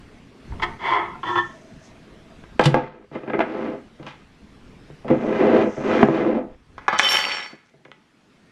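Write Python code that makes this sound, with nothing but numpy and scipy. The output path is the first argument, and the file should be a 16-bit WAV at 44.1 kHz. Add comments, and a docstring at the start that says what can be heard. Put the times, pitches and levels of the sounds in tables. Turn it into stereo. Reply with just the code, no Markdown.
"""In a home kitchen a plate is drawn from a stack in a cupboard, set down and pushed over a wooden worktop.
A glass jar is dragged and knocked on the wood, then a spoon is dropped and slides, ringing; fingers tap close by.
Knocks (a blow and its chatter) and slides (grit of tiny slips) excite modal bodies; slips ring the spoon's steel.
A mid-side microphone close to the worktop hears it with the kitchen's reverberation, over a low room tone;
its converter clips on the hardest blows."""
import sys
import numpy as np
from scipy import signal
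from scipy.fft import rfft, irfft, next_fast_len
from scipy.io import wavfile
from scipy.ndimage import uniform_filter1d

SR = 44100
rng = np.random.default_rng(int(sys.argv[2]) if len(sys.argv) > 2 else 0)


def pcm_store(signal):
    """Save signal as 16-bit PCM."""
    levels = np.round(np.clip(np.atleast_2d(signal), -1, 1) * 32767)
    wavfile.write(sys.argv[1], SR, levels.astype(np.int16).T)


N = 375404  # samples

# room tone spectra, mid and side: [f/Hz, relative density/dB]
TONE_MID = [(12, -25.5), (20, -3), (47, -5), (83, -17.5), (145, 2.5), (180, -3), (225, 2), (315, -6),
            (362, -7), (416, -5.5), (549, -13), (631, -11), (767, -14), (2210, -16), (5230, -26),
            (10500, -38), (15500, -59)]
TONE_SIDE = [(24, -64), (40, -27.5), (129, -7), (449, 1.5), (881, -4), (3140, -8.5), (3740, -8),
             (10900, -20.5), (13300, -28), (15500, -43.5)]
# level of the hum in the room tone, which the hiss follows in part: [t/s, level/dB]
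HUM_LEVEL = [(0.0, -49), (0.32, -53), (0.55, -44.5), (0.7, -41), (0.8, -48.5), (2.58, -49.5), (2.9, -80),
             (3.1, -62), (3.9, -53.5), (4.3, -55), (4.9, -49.5), (6.55, -65), (6.8, -56), (7.65, -64.5),
             (8.0, -62.5), (8.51, -57)]
HISS_DB, HISS_SHARE = -28, 0.61  # hiss level at a hum of 0 dB; dB of hiss per dB of hum
# level of the rumble before the swells under the thuds: [t/s, level/dB]
RUMBLE_LEVEL = [(0.0, -50), (0.4, -64), (0.52, -28), (0.8, -52.5), (1.7, -57.5), (2.5, -50), (3.1, -65),
                (4.8, -51), (6.9, -54), (7.4, -76.5), (8.0, -83.5), (8.51, -68)]
SHAKE_DB, SHAKE_T60 = -25.5, 0.1  # swell of the rumble relative to a thud; its decay, s

# reverberation time of the kitchen: [f/Hz, t60/s]
KITCHEN_T60 = [(100, 0.54), (400, 0.13), (1500, 0.38), (4000, 0.19), (12000, 0.21)]
EARLY_DB, EARLY_T60 = -8, 0.04  # first echoes at the side capsule; decay in s
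# gain of the side capsule's direct sound, echoes and tail: [f/Hz, gain/dB]
SIDE_GAIN = [(60, -24), (110, -37.5), (200, -31.5), (380, -26.5), (700, -25.5), (1290, -17.5), (2380, -20),
             (4400, -4.5), (8120, 3), (15000, 24.5)]
EDGE_HZ = 15600  # band limit after the converter

# modes of the stacked plates: [f/Hz, relative level/dB, t60/s]; broad colour: [f/Hz, relative density/dB]
STACK_MODES = [(360, 3.5, 0.23), (413, 7.5, 0.25), (727, 11.5, 0.14), (937, 7, 0.11), (1040, 6, 0.09),
               (1115, 4, 0.086), (1287, 6, 0.076), (1370, 5.5, 0.036), (1540, -0.5, 0.083), (1830, 1, 0.13),
               (2140, 4.5, 0.19), (2260, 9, 0.054), (2750, 1.5, 0.1), (3340, -2.5, 0.13)]
STACK_COLOUR = [(59, -48), (100, -18.5), (268, -35), (352, -9.5), (582, -21), (703, -12.5), (1020, -4),
                (1530, -13), (2050, -4), (2580, -19.5), (3390, -14), (3680, -32.5), (4730, -35.5),
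                (15000, -81.5)]
# the drawn plate: modes [f/Hz, relative level/dB, t60/s]; broad colour [f/Hz, relative density/dB]
PLATE_MODES = [(354.3, 2.7, 0.1), (834, 2.1, 0.1), (974.6, 6.7, 0.07), (1090, 8, 0.076), (1355, 7.5, 0.05),
               (1790, 4.7, 0.19), (1932, 3.2, 0.08), (3148, 6, 0.072), (3442, 7.8, 0.023)]
PLATE_COLOUR = [(59, -40.5), (100, -7), (285, -23.5), (345, -1.5), (582, -21), (1050, -4), (1570, -11.5),
                (1840, -9.5), (2580, -25), (3460, -24.5), (15000, -78.5)]
# the worktop: modes [f/Hz, relative level/dB, t60/s]; broad colour [f/Hz, relative density/dB]
WOOD_MODES = [(234, 3.5, 0.094), (266.4, 4.9, 0.074), (337.5, 5.1, 0.13), (418.4, 0.47, 0.054),
              (526.3, 6.1, 0.11), (673, 3, 0.02), (883, 1.1, 0.1), (1043, 0.38, 0.066), (1323, 6, 0.035),
              (1680, 3.6, 0.013), (2112, 6, 0.011), (2463, 0.77, 0.077)]
WOOD_COLOUR = [(35, -48.5), (60, -32.5), (178, -19), (214, -12), (364, -6), (458, -8), (679, -9),
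               (916, -15.5), (2420, -21.5), (6380, -52.5), (15000, -88.5)]
# bowl of the spoon: modes [f/Hz, relative level/dB, t60/s]; broad colour [f/Hz, relative density/dB]
BOWL_MODES = [(573, 7.9, 0.04), (868, 6.6, 0.28), (1100, 0.64, 0.02), (1304, 0.5, 0.095),
              (1500, 1.1, 0.062), (1746, 11, 0.039), (1975, 1.5, 0.031), (2226, 1.9, 0.076),
              (2580, 4.6, 0.022)]
BOWL_COLOUR = [(59, -55), (100, -24), (505, -13.5), (722, -9.5), (1270, -4.5), (1850, -5.5), (2000, 6.5),
               (5020, -15), (5520, -9.5), (9000, -27), (11700, -49), (16000, -67)]
# edges between bass, middle and treble, Hz
CROCKERY_BANDS_HZ, WOOD_BANDS_HZ, BOWL_BANDS_HZ = (1500, 4000), (800, 3000), (1500, 4000)
# treble against bass, a row for knocks then one for slides: [offset/dB, slope/(dB per dB of hardness)]
STACK_TREBLE = [(-17.5, 1.5), (-7, 2)]
PLATE_TREBLE = [(-30, 1.6), (-13, 0.84)]
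WOOD_TREBLE = [(-28.5, 3.5), (-9.5, 1.47)]
BOWL_TREBLE = [(-19, 0.89), (-27, 13)]

# knocks, hardness being middle against bass: [t/s, bass peak level/dB, hardness/dB, chatter time constant/ms]
STACK_KNOCKS = [(0.519, -33.5, -5, 25), (0.597, -27, -0.5, 6.6), (0.623, -21.5, 0, 17),
                (1.154, -29.5, -25, 4.1)]
PLATE_KNOCKS = [(1.231, -23, 0, 7.9), (1.357, -17, 0.008, 10)]
SPOON_KNOCKS = [(6.78, -21.5, -10.5, 6.8), (6.881, -2.5, -5.5, 5), (6.927, -10, -9.5, 22),
                (6.994, -2.5, 5.5, 3.9), (7.032, -22, -5.5, 6), (7.85, -44.5, 5.5, 3.8),
                (7.916, -33.5, 6, 1)]
# knocks on the wood: the same four columns, then [strength of the board thud/dB]
WOOD_KNOCKS = [(2.437, -42.5, 6, 5, -50), (2.594, -4, 1, 5.1, -23.5), (2.612, -17, 2, 11, -21.5),
               (2.656, -11.5, 1.5, 9.4, -3), (2.743, -6.5, 2, 0.2, -24), (2.766, -13.5, -6.5, 5, -30.5),
               (3.114, -35, -3, 11, -36.5), (3.154, -24, -3, 11, -33.5), (3.234, -28, -2.5, 3.8, -38.5),
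               (3.277, -23.5, -3, 19, -34.5), (3.299, -22.5, 1.5, 6, -39.5), (3.334, -17, -1.5, 16, -34),
               (3.392, -13, 4, 3.6, -45.5), (3.404, -12, 3, 13, -36.5), (3.998, -34, -8, 9.5, -33),
               (4.029, -43, 9.5, 5.8, -34.5), (4.066, -36.5, 10, 6.9, -45), (4.901, -36, -9, 3.2, -34.5),
               (5.046, -23, -15, 13, -34), (5.081, -27.5, 5.5, 6.1, -33), (5.103, -9.5, -15, 18, -15.5),
               (5.238, -18.5, -14, 8.2, -31), (5.404, -13, -8, 8, -38.5), (5.778, -20, -12, 10, -26),
               (6.029, 3, -4.5, 3.4, -19), (6.038, -12, -9.5, 3.6, -30.5), (6.086, -7.5, -12, 1.3, -21),
               (7.531, -33, -15.5, 7.2, -48.5), (7.738, -44, -10, 9.3, -49.5), (7.854, -40.5, 2, 5.4, -53),
               (7.883, -43.5, -19, 12.6, -54)]
# slides, one curve per stroke, brightness being middle against bass: [t/s, bass level/dB, brightness/dB]
STACK_SLIDES = [
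    [(0.62, -34.5, 4.5), (0.634, -24.5, 4.5), (0.68, -39.5, -16), (0.78, -53, -3)],
    [(0.79, -44.5, -0.5), (0.86, -23.5, -3.5), (0.94, -22, -4), (1.0, -22.5, -9.5), (1.13, -43, -8.5),
     (1.2, -51, -15)],
]
PLATE_SLIDES = [
    [(1.232, -34.5, -1.5), (1.292, -25, -1.5), (1.348, -32.5, -3.5), (1.382, -18.5, -3.5), (1.42, -43.5, 6),
     (1.46, -46, -4.5), (1.52, -52, 6)],
]
WOOD_SLIDES = [
    [(2.6, -37, 2), (2.638, -32, 2), (2.666, -23, -19), (2.738, -39, -6)],
    [(2.75, -24, -5.5), (2.806, -32, -7), (2.892, -49, -1), (3.05, -51, -11)],
    [(3.125, -47.5, 1), (3.157, -31.5, -8.5), (3.217, -44.5, -7.5), (3.386, -28, -14), (3.416, -29.5, -13),
     (3.45, -34.5, -6), (3.53, -30, -9.5), (3.66, -29, -8.5), (3.754, -33.5, -13.5), (3.9, -77, 5)],
    [(3.99, -47.5, -11), (4.04, -44.5, -10), (4.082, -58, 17), (4.176, -79, 18), (4.25, -83, 19)],
]
JAR_SLIDES = [
    [(5.06, -37, -17.5), (5.095, -27.5, -12), (5.11, -14.5, -17), (5.15, -22, -18.5), (5.19, -30.5, -10),
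     (5.31, -22.5, -12.5), (5.385, -24.5, -6), (5.41, -15.5, -12.5), (5.51, -19, -9.5), (5.57, -15, -11.5),
     (5.63, -20, -9), (5.68, -25.5, -16.5), (5.765, -51, 3)],
    [(5.765, -35, -5.5), (5.79, -32.5, -8.5), (5.913, -18.5, -7), (6.02, -21.5, -5), (6.06, -30, -8.5),
     (6.17, -22, -8.5), (6.386, -22.5, -17), (6.448, -37.5, -26.5), (6.55, -54.5, -6)],
]
SPOON_SLIDES = [
    [(6.79, -54.5, -3.5), (6.87, -47, -17)],
    [(6.885, -14, -15.5), (6.914, -35.5, -4), (6.946, -30.5, -5), (6.992, -39, 3.5), (7.002, -28.5, 1.5),
     (7.15, -25, 1.5), (7.22, -30, 1.5), (7.398, -34, 1), (7.512, -51.5, 1.5), (7.62, -66, 1),
     (7.7, -70, 2.5)],
]

# two bands of the crockery that drift, one curve each: [t/s, f/Hz]
CROCKERY_FAVOURED = [
    [(0.83, 896), (0.95, 1023), (1.05, 993), (1.4, 1028)],
    [(0.82, 3500), (1.0, 3400), (1.22, 3520), (1.4, 3430)],
]
# low modes favoured as the place of contact moves over the worktop: [t/s, f/Hz]
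WOOD_FAVOURED = [(2.64, 500), (2.66, 308), (2.73, 342), (2.745, 494), (2.9, 480), (3.13, 293), (3.39, 430),
                 (3.47, 296), (3.56, 410), (3.66, 297), (3.77, 285), (5.08, 257), (5.24, 247), (5.3, 352),
                 (5.41, 387.5), (5.599, 396), (5.67, 488), (5.781, 411), (6.03, 413), (6.141, 330),
                 (6.29, 341), (6.399, 244), (7.53, 408.6)]

# single clear notes of crockery: [t/s, f/Hz, level/dB, t60/s]
PINGS = [(1.146, 1370, -30.5, 0.071), (1.382, 1790, -11.5, 0.087)]
# faint fluttering tone while the plate is carried: [t/s, level/dB]
CARRY_LEVEL = [(1.45, -56.5), (1.55, -53), (2.05, -62), (2.35, -57.5), (2.55, -68.5)]
CARRY_HZ, CARRY_WIDTH_HZ = 653, 66
# colour of the thin hiss: [f/Hz, relative density/dB]
FIZZ_COLOUR = [(3500, -30), (5000, -3), (6200, 1), (7500, -9.5), (9000, -18), (11000, -40.5)]
# its level while the jar is moved: [t/s, level/dB]
FIZZ_LEVEL = [(5.08, -73), (5.25, -63), (5.5, -65.5), (5.72, -58.5), (5.95, -55), (6.25, -69), (6.42, -87)]
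# its level as a sleeve brushes while the arm comes down: [t/s, level/dB]
RUSTLE_LEVEL = [(1.2, -71), (1.33, -57.5), (1.78, -72), (1.86, -57), (1.94, -80)]
# modes of the landing plate: [f/Hz, level against the blow/dB, t60/s]; blows: [t/s, level/dB]
LANDING_MODES = [(501, 1, 0.034), (708, -13, 0.36), (823, -7, 0.18), (890, -9.5, 0.31), (1150, -8.5, .06),
                 (1630, -7, .05)]
LANDINGS = [(2.596, -15), (2.656, -25.5), (2.745, -12.5), (3.392, -31)]
# bright clash as the plate lands: colour [f/Hz, relative density/dB]; bursts [t/s, level/dB, time constant/ms]
CLASH_COLOUR = [(1180, -40.5), (2000, -5), (3280, 0), (6320, -16), (6840, -19.5), (7810, -17.5),
                (11600, -33.5), (13000, -64)]
CLASHES = [(2.595, -24.5, 2.3), (2.611, -30, 9.2), (2.638, -25, 16), (2.656, -14, 6.4), (2.744, -34, 2.4)]
BOARD_HZ, BOARD_T60 = 146, 0.086  # the whole worktop bends under a heavy blow; decay in s

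# ticks of the rattling spoon: [t/s, burst level/dB, burst time constant/ms, pitch f/Hz]
RATTLES = [(7.0313, -16.5, 1.6, 5620), (7.046, -18, 1.8, 3726), (7.0664, -18, 1.6, 3260),
           (7.0879, -13.5, 2, 3910), (7.12, -17.5, 1.5, 6200), (7.143, -15.5, 1.3, 3684),
           (7.1694, -12.5, 2, 1976), (7.189, -20, 1.2, 1755), (7.212, -18, 1.6, 1966),
           (7.252, -19, 1.8, 2720), (7.3195, -21.5, 1.7, 1880), (7.369, -25.5, 1.3, 1690),
           (7.4039, -27, 1.7, 3800), (7.4271, -30, 2, 2230)]
# colour of their bursts: [f/Hz, relative density/dB]
TICK_COLOUR = [(1200, -28.5), (2000, -7), (3100, 7.5), (4300, -17), (5600, -11), (8500, -30), (13000, -54)]
TICK_LIFT_DB, TICK_T60 = -3, 0.025  # short ring of each tick, against its burst; decay in s
# steel modes of the spoon, each group swelling and fading together: [f/Hz, group index]
STEEL_MODES = [(3058, 0), (3505, 0), (4506, 1), (4652, 4), (5476, 2), (7273, 2), (8533, 2), (10402, 3),
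               (10910, 3), (11900, 3), (13092, 3), (14056, 3), (14690, 3)]
# gains of each steel mode: [gain to mid capsule/dB, gain to side capsule/dB]
STEEL_TRIM_DB = [(1, -26.5), (-8, -19), (3, -2), (-0.5, -11.5), (1, 2.5), (-16.5, -17), (-22, -2.5),
                 (3.5, 8), (-24, 19.5), (2.5, 5), (-20, 4.5), (-22, -6.5), (-49, -5.5)]
# one level curve per group of steel modes while the spoon rings,
# before damping, restriking and trim: [t/s, level/dB]
STEEL_LEVELS = [
    [(6.9, -49), (6.964, -39), (7.048, -24), (7.07, -21.5), (7.096, -30.5), (7.156, -23.5), (7.19, -40),
     (7.208, -30), (7.238, -45), (7.346, -37), (7.37, -54), (7.398, -43), (7.5, -59)],
    [(6.97, -60), (6.992, -44), (7.07, -53), (7.096, -47), (7.188, -41), (7.262, -37), (7.332, -39),
     (7.41, -56.5), (7.5, -49), (7.55, -65.5)],
    [(6.95, -54), (7.038, -33), (7.066, -38), (7.096, -25.5), (7.132, -29), (7.182, -32.5), (7.2, -37),
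     (7.31, -40), (7.358, -34.5), (7.416, -47.5), (7.44, -45), (7.58, -75)],
    [(6.99, -70), (7.012, -76), (7.044, -52.5), (7.064, -64), (7.108, -45), (7.292, -68.5), (7.4, -88),
     (7.5, -84)],
    [(6.9, -47), (6.958, -48.5), (6.985, -39), (7.056, -45), (7.09, -37), (7.216, -46), (7.258, -45),
     (7.3, -50)],
]
STEEL_TAIL_DB_PER_S = 150  # extra fall after the end of each curve
DAMPED, DAMPED_S = 0.21, 0.0048  # touching the wood stifles this share of the ring, this long before a tick
RESTRUCK, RESTRUCK_T60 = 0.34, 0.3  # share of the ring that each tick renews; its decay, s


def amp(db):
    """Level: decibels to amplitude ratio."""
    return 10 ** (np.asarray(db) / 20)


def evened(x):
    """Normalisation to unit root mean square."""
    return x / np.sqrt(np.mean(np.square(x)) + 1e-20)


def read(points, hz):
    """Interpolation of a spectrum along a logarithmic frequency axis."""
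    f, value = np.transpose(points)
    return np.interp(np.log(hz + 1), np.log(f + 1), value)


def shaped(x, gain):
    """Linear filtering: multiplies the spectrum by gain(hz)."""
    size = next_fast_len(x.shape[-1])
    return irfft(rfft(x, size) * gain(np.fft.rfftfreq(size, 1 / SR)), size)[..., :x.shape[-1]]


def causal(points):
    """Minimum phase: a filter with this spectrum that starts at once and does not ring ahead."""
    hz = abs(np.fft.fftfreq(8192, 1 / SR))
    log_gain = np.log(amp(np.maximum(read(points, hz), -100)))
    return np.fft.ifft(np.exp(np.conj(signal.hilbert(log_gain)))).real[:4096]


def curves(tables, outside):
    """Piecewise linear motion: joins tables (t, value, ..) into one row of samples for each value column."""
    t = np.arange(N) / SR
    out = np.full((len(tables[0][0]) - 1, N), float(outside))
    for s, *columns in map(np.transpose, tables):
        inside = (t >= s[0]) & (t <= s[-1])
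        out[:, inside] = [np.interp(t[inside], s, c) for c in columns]
    return out


def resonator(hz, width_hz):
    """Damped resonance: one second-order section whose pole radius sets the bandwidth."""
    r = np.exp(-np.pi * width_hz / SR)
    return [1, 0, 0, 1, -2 * r * np.cos(2 * np.pi * hz / SR), r * r]


def tilted(db, bright_db, treble):
    """Contact hardness: gains of bass, middle and treble for one level and brightness."""
    offset_db, slope = treble
    return amp([db, db + bright_db, db + offset_db + slope * bright_db])


def grit(per_s, spread_db, count=N):
    """Stick-slip friction: a dense hail of tiny slips, a few of them large."""
    size = amp(spread_db * np.minimum(rng.exponential(1, count), 3)) * rng.standard_normal(count)
    return evened(size * (rng.random(count) < per_s / SR))


def body(modes, colour, modes_db, bands_hz):
    """Modal impulse response as bass, middle and treble of energy 1: clear modes over a broad colour."""
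    t = np.arange(SR // 4) / SR
    clear = sum(amp(db - 60 * t / t60) * np.sin(2 * np.pi * hz * t) / np.sqrt(t60) for hz, db, t60 in modes)
    click = (t == 0) + amp(modes_db) * clear / np.linalg.norm(clear)
    both = signal.fftconvolve(click, causal(colour))[:len(t)]
    cuts = (bands_hz[0], "low"), (bands_hz, "band"), (bands_hz[1], "high")
    parts = np.array([signal.sosfilt(signal.butter(3, hz, kind, fs=SR, output="sos"), both) for hz, kind in cuts])
    return parts / np.linalg.norm(parts, axis=1, keepdims=True)


def played(response, knocks, slides, treble, per_s, spread_db, first, own=1.35):
    """Source and resonator: knocks (a first blow, a short chatter) and slides (grit) ring the same body."""
    slips = grit(per_s, spread_db)
    # part of the slips is common to all bands, part (rolled by whole seconds) is felt in one band only
    slips = evened([slips + own * np.roll(slips, k * SR) for k in (1, 2, 3)])
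    drive = slips * tilted(*curves(slides, -120), treble[1])
    t = np.arange(2000) / SR
    chatter = rng.standard_normal((len(knocks), 2000))
    chatter[:, 0] = first
    for noise, (s, db, hard_db, ms, *_) in zip(chatter, knocks):
        contact = noise * np.exp(-1000 * t / ms)
        peaks = abs(signal.fftconvolve(contact[None], response[:, :2000], axes=1)).max(1)
        gains = tilted(db, hard_db, treble[0]) / peaks
        drive[:, round(s * SR):][:, :2000] += gains[:, None] * contact
    return signal.oaconvolve(drive, response, axes=1)[:, :N].sum(0)


def favoured(x, curve, db, width_hz):
    """Heterodyne band-pass: adds a band whose centre follows a curve."""
    hz = np.interp(np.arange(N) / SR, *np.transpose(curve))
    turn = np.exp(2j * np.pi * np.cumsum(hz) / SR)
    r = np.exp(-np.pi * width_hz / SR)
    band = 2 * (turn * signal.lfilter([1 - r], [1, -r], x / turn)).real
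    return x + amp(db) * band


def bursts(rows, points):
    """Transient friction: short gritty bursts that start at once and die exponentially, all in one colour."""
    t, colour, shape = np.arange(SR // 4) / SR, causal(points), np.zeros(N)
    for s, db, ms in rows:
        shape[round(s * SR):][:len(t)] += amp(db) * np.exp(-1000 * t / ms)
    return signal.oaconvolve(shape * grit(13000, 1.6), colour / np.linalg.norm(colour))[:N]


def thuds():
    """Impulsive excitation: one click per knock on the wood, as strong as its thud."""
    blows = np.zeros(N)
    for s, *_, db in WOOD_KNOCKS:
        blows[round(s * SR)] = amp(db)
    return blows


def room_tone():
    """Stationary noise made patchy: mid and side, split into rumble, hum and hiss with levels of their own."""
    frames, hz = N // 256 + 5, np.fft.rfftfreq(1024, 1 / SR)
    a, b, c, d, patches = rng.standard_normal((frames, 513, 5)).T
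    patches = evened(uniform_filter1d(uniform_filter1d(patches, 8, 0), 10, 1))
    spectra_db = np.array([read(TONE_MID, hz), read(TONE_SIDE, hz) - 15])[:, :, None]
    grains = np.array([a + 1j * b, c + 1j * d]) * amp(spectra_db + 2.0 * patches)
    noise = signal.istft(grains, nperseg=1024, noverlap=768)[1][:, :N]
    rumble = shaped(noise, lambda f: 1 / (1 + (f / 90) ** 4))
    hiss = shaped(noise, lambda f: 1 - 1 / (1 + (f / 900) ** 2))
    hum = noise - rumble - hiss
    hum_db, t = curves([HUM_LEVEL], -66)[0], np.arange(SR // 2) / SR
    shake = signal.oaconvolve(thuds(), amp(SHAKE_DB - 60 * t / SHAKE_T60))[:N]
    gains = amp(curves([RUMBLE_LEVEL], -68)[0]) + shake, amp(hum_db), amp(HISS_DB + HISS_SHARE * hum_db)
    return sum(p / p[0].std() * g for p, g in zip((rumble, hum, hiss), gains))


def kitchen():
    """Diffuse reverberation: two tails of sparse random taps, each band dying at its own speed."""
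    taps = np.zeros((2, SR // 2))
    at = np.arange(120, SR // 2 - 20, 20) + rng.integers(0, 20, (2, (SR // 2 - 121) // 20))
    np.put_along_axis(taps, at, rng.choice([-1., 1.], at.shape), 1)
    hz, t, z = signal.stft(taps, SR, nperseg=256)
    tail = signal.istft(z * amp(-60 * t / read(KITCHEN_T60, hz)[:, None]), SR, nperseg=256)[1]
    return tail / np.linalg.norm(tail, axis=1, keepdims=True)


def fizz():
    """Friction noise: a thin high hiss as the jar is moved, and the brush of a sleeve."""
    hiss = evened(signal.oaconvolve(grit(4600, 1.5), causal(FIZZ_COLOUR))[:N])
    return hiss * amp(curves([RUSTLE_LEVEL, FIZZ_LEVEL], -120)[0])


def carried():
    """Random excitation of a resonance: sparse slips ring one low mode on and off."""
    mode = resonator(CARRY_HZ, CARRY_WIDTH_HZ)
    return evened(signal.sosfilt([mode, mode], grit(180, 2.8))) * amp(curves([CARRY_LEVEL], -120)[0])


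def pings():
    """Free vibration of a single mode: a plate sings out for a moment."""
    t, out = np.arange(SR // 4) / SR, np.zeros(N)
    for s, hz, db, t60 in PINGS:
        envelope = amp(db - 60 * t / t60) * (1 - np.exp(-t / 0.0045))
        out[round(s * SR):][:len(t)] += envelope * np.sin(2 * np.pi * hz * t)
    return out


def crockery():
    """Modal excitation of stack and drawn plate, with bands that drift as the plates slide apart."""
    stack_body = body(STACK_MODES, STACK_COLOUR, -9.5, CROCKERY_BANDS_HZ)
    plate_body = body(PLATE_MODES, PLATE_COLOUR, -2.2, CROCKERY_BANDS_HZ)
    stack = played(stack_body, STACK_KNOCKS, STACK_SLIDES, STACK_TREBLE, 6000, 0.68, first=4.0)
    plate = played(plate_body, PLATE_KNOCKS, PLATE_SLIDES, PLATE_TREBLE, 5400, 1.4, first=7.2)
    both = stack + plate
    for curve in CROCKERY_FAVOURED:
        both = favoured(both, curve, db=-0.5, width_hz=38)
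    return both


def landing():
    """Free vibration after impact: each blow sets the modes of the plate ringing."""
    t, out = np.arange(SR // 4) / SR, np.zeros(N)
    ring = sum(amp(db - 60 * t / t60) * np.sin(2 * np.pi * hz * t) for hz, db, t60 in LANDING_MODES)
    for s, db in LANDINGS:
        out[round(s * SR):][:len(t)] += amp(db) * ring
    return out


def steel():
    """Narrow resonance under friction: slips of the spoon ring its modes unevenly, each radiating its own way."""
    start = round(SPOON_SLIDES[1][0][0] * SR)
    t, out = (start + np.arange(SR)) / SR, np.zeros((2, N))
    level = []
    for rows in STEEL_LEVELS:
        tail_db = STEEL_TAIL_DB_PER_S * np.maximum(t - rows[-1][0], 0)
        level.append(amp(np.interp(t, *np.transpose(rows), left=-120) - tail_db))
    since = t - np.array(RATTLES)[:, :1]
    level = level * (1 - DAMPED * np.exp(-((since / DAMPED_S + 1) ** 2)).max(0))
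    since = np.where(since >= 0, since, 1).min(0)  # time since the latest tick
    renewed = 2 * uniform_filter1d(amp(-60 * since / RESTRUCK_T60), size=150)
    level = level * (1 - RESTRUCK + RESTRUCK * renewed)
    for (hz, group), trim_db in zip(STEEL_MODES, STEEL_TRIM_DB):
        mode = resonator(hz, width_hz=26)
        ring = signal.sosfilt([mode, mode], grit(630, 1.7, count=2 * SR))[SR:]  # the first second settles
        loudness = np.sqrt(uniform_filter1d(evened(ring) ** 2, 600) + 0.028)
        ring = signal.hilbert(level[group] * evened(ring / loudness ** 0.75))  # fluctuations partly evened
        out[:, start:start + SR] += amp(trim_db)[:, None] * [ring.real, ring.imag]
    return out


def rattles():
    """Repeated impact: each tick of the spoon is a gritty burst with a short ring at its own pitch."""
    t, out = np.arange(SR // 20) / SR, bursts([row[:3] for row in RATTLES], TICK_COLOUR)
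    for s, db, _, hz in RATTLES:
        ring = amp(db + TICK_LIFT_DB - 60 * t / TICK_T60) * np.sin(2 * np.pi * hz * t)
        out[round(s * SR):][:len(t)] += ring
    return out


def spoon():
    """Modal excitation of the bowl by knocks and slips, with the ticks of its rattling."""
    bowl = body(BOWL_MODES, BOWL_COLOUR, -11.5, BOWL_BANDS_HZ)
    return played(bowl, SPOON_KNOCKS, SPOON_SLIDES, BOWL_TREBLE, 550, 2.5, first=0.86) + rattles()


def board():
    """Bending resonance: a low thud under each knock swells over a cycle, holds a few, then is stifled."""
    t = np.arange(SR // 4) / SR
    envelope = amp(-60 * (t / BOARD_T60) ** 2) * (1 - np.exp(-t / 0.0072))
    thud = envelope * np.sin(2 * np.pi * BOARD_HZ * t)
    return amp(-0.5) * signal.oaconvolve(thuds(), thud)[:N]


def worktop():
    """Modal excitation of the wood by knocks and slides, with the thuds, clashes, ring and hiss of contact."""
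    wood_body = body(WOOD_MODES, WOOD_COLOUR, -12.5, WOOD_BANDS_HZ)
    wood = played(wood_body, WOOD_KNOCKS, WOOD_SLIDES + JAR_SLIDES, WOOD_TREBLE, 2200, 2.6, first=4)
    wood = favoured(wood, WOOD_FAVOURED, db=-1, width_hz=48)
    return wood + landing() + board() + fizz() + bursts(CLASHES, CLASH_COLOUR)


def scene():
    """Mid-side pickup: crockery from the cupboard, a little drier than the worktop and spoon nearby; left and
    right are mid plus and minus side."""
    far = crockery() + pings() + carried()
    spoon_sound, wood = spoon(), worktop()
    near = wood + spoon_sound
    tails = kitchen()
    send = amp(-9.0) * near + amp(-11.5) * far
    wet = signal.fftconvolve(send[None], tails, axes=1)[:, :N]
    echoes = tails[1] * amp(-60 * np.arange(tails.shape[1]) / SR / EARLY_T60)
    early = signal.oaconvolve(near + far, echoes / np.linalg.norm(echoes))[:N]
    # the side capsule hears the direct sound a quarter cycle off, the spoon from its other face,
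    # and first echoes and a tail of its own
    direct = signal.hilbert(wood + far - spoon_sound, next_fast_len(N))[:N].imag
    side = direct + amp(EARLY_DB) * early + amp(-2.5) * wet[1]
    side = shaped(side, lambda hz: amp(read(SIDE_GAIN, hz)))
    mid, side = np.array([near + far + wet[0], side]) + steel() + room_tone()
    return np.array([mid + side, mid - side])


def record(dry):
    """Amplitude limiting: the converter clips; then the band limit."""
    clipped = np.clip(dry, -1, 1)
    low_pass = signal.firwin(511, EDGE_HZ, window=("kaiser", 9), fs=SR)
    return signal.oaconvolve(clipped, low_pass[None], "same")


dry = scene()
out = record(dry)
pcm_store(out)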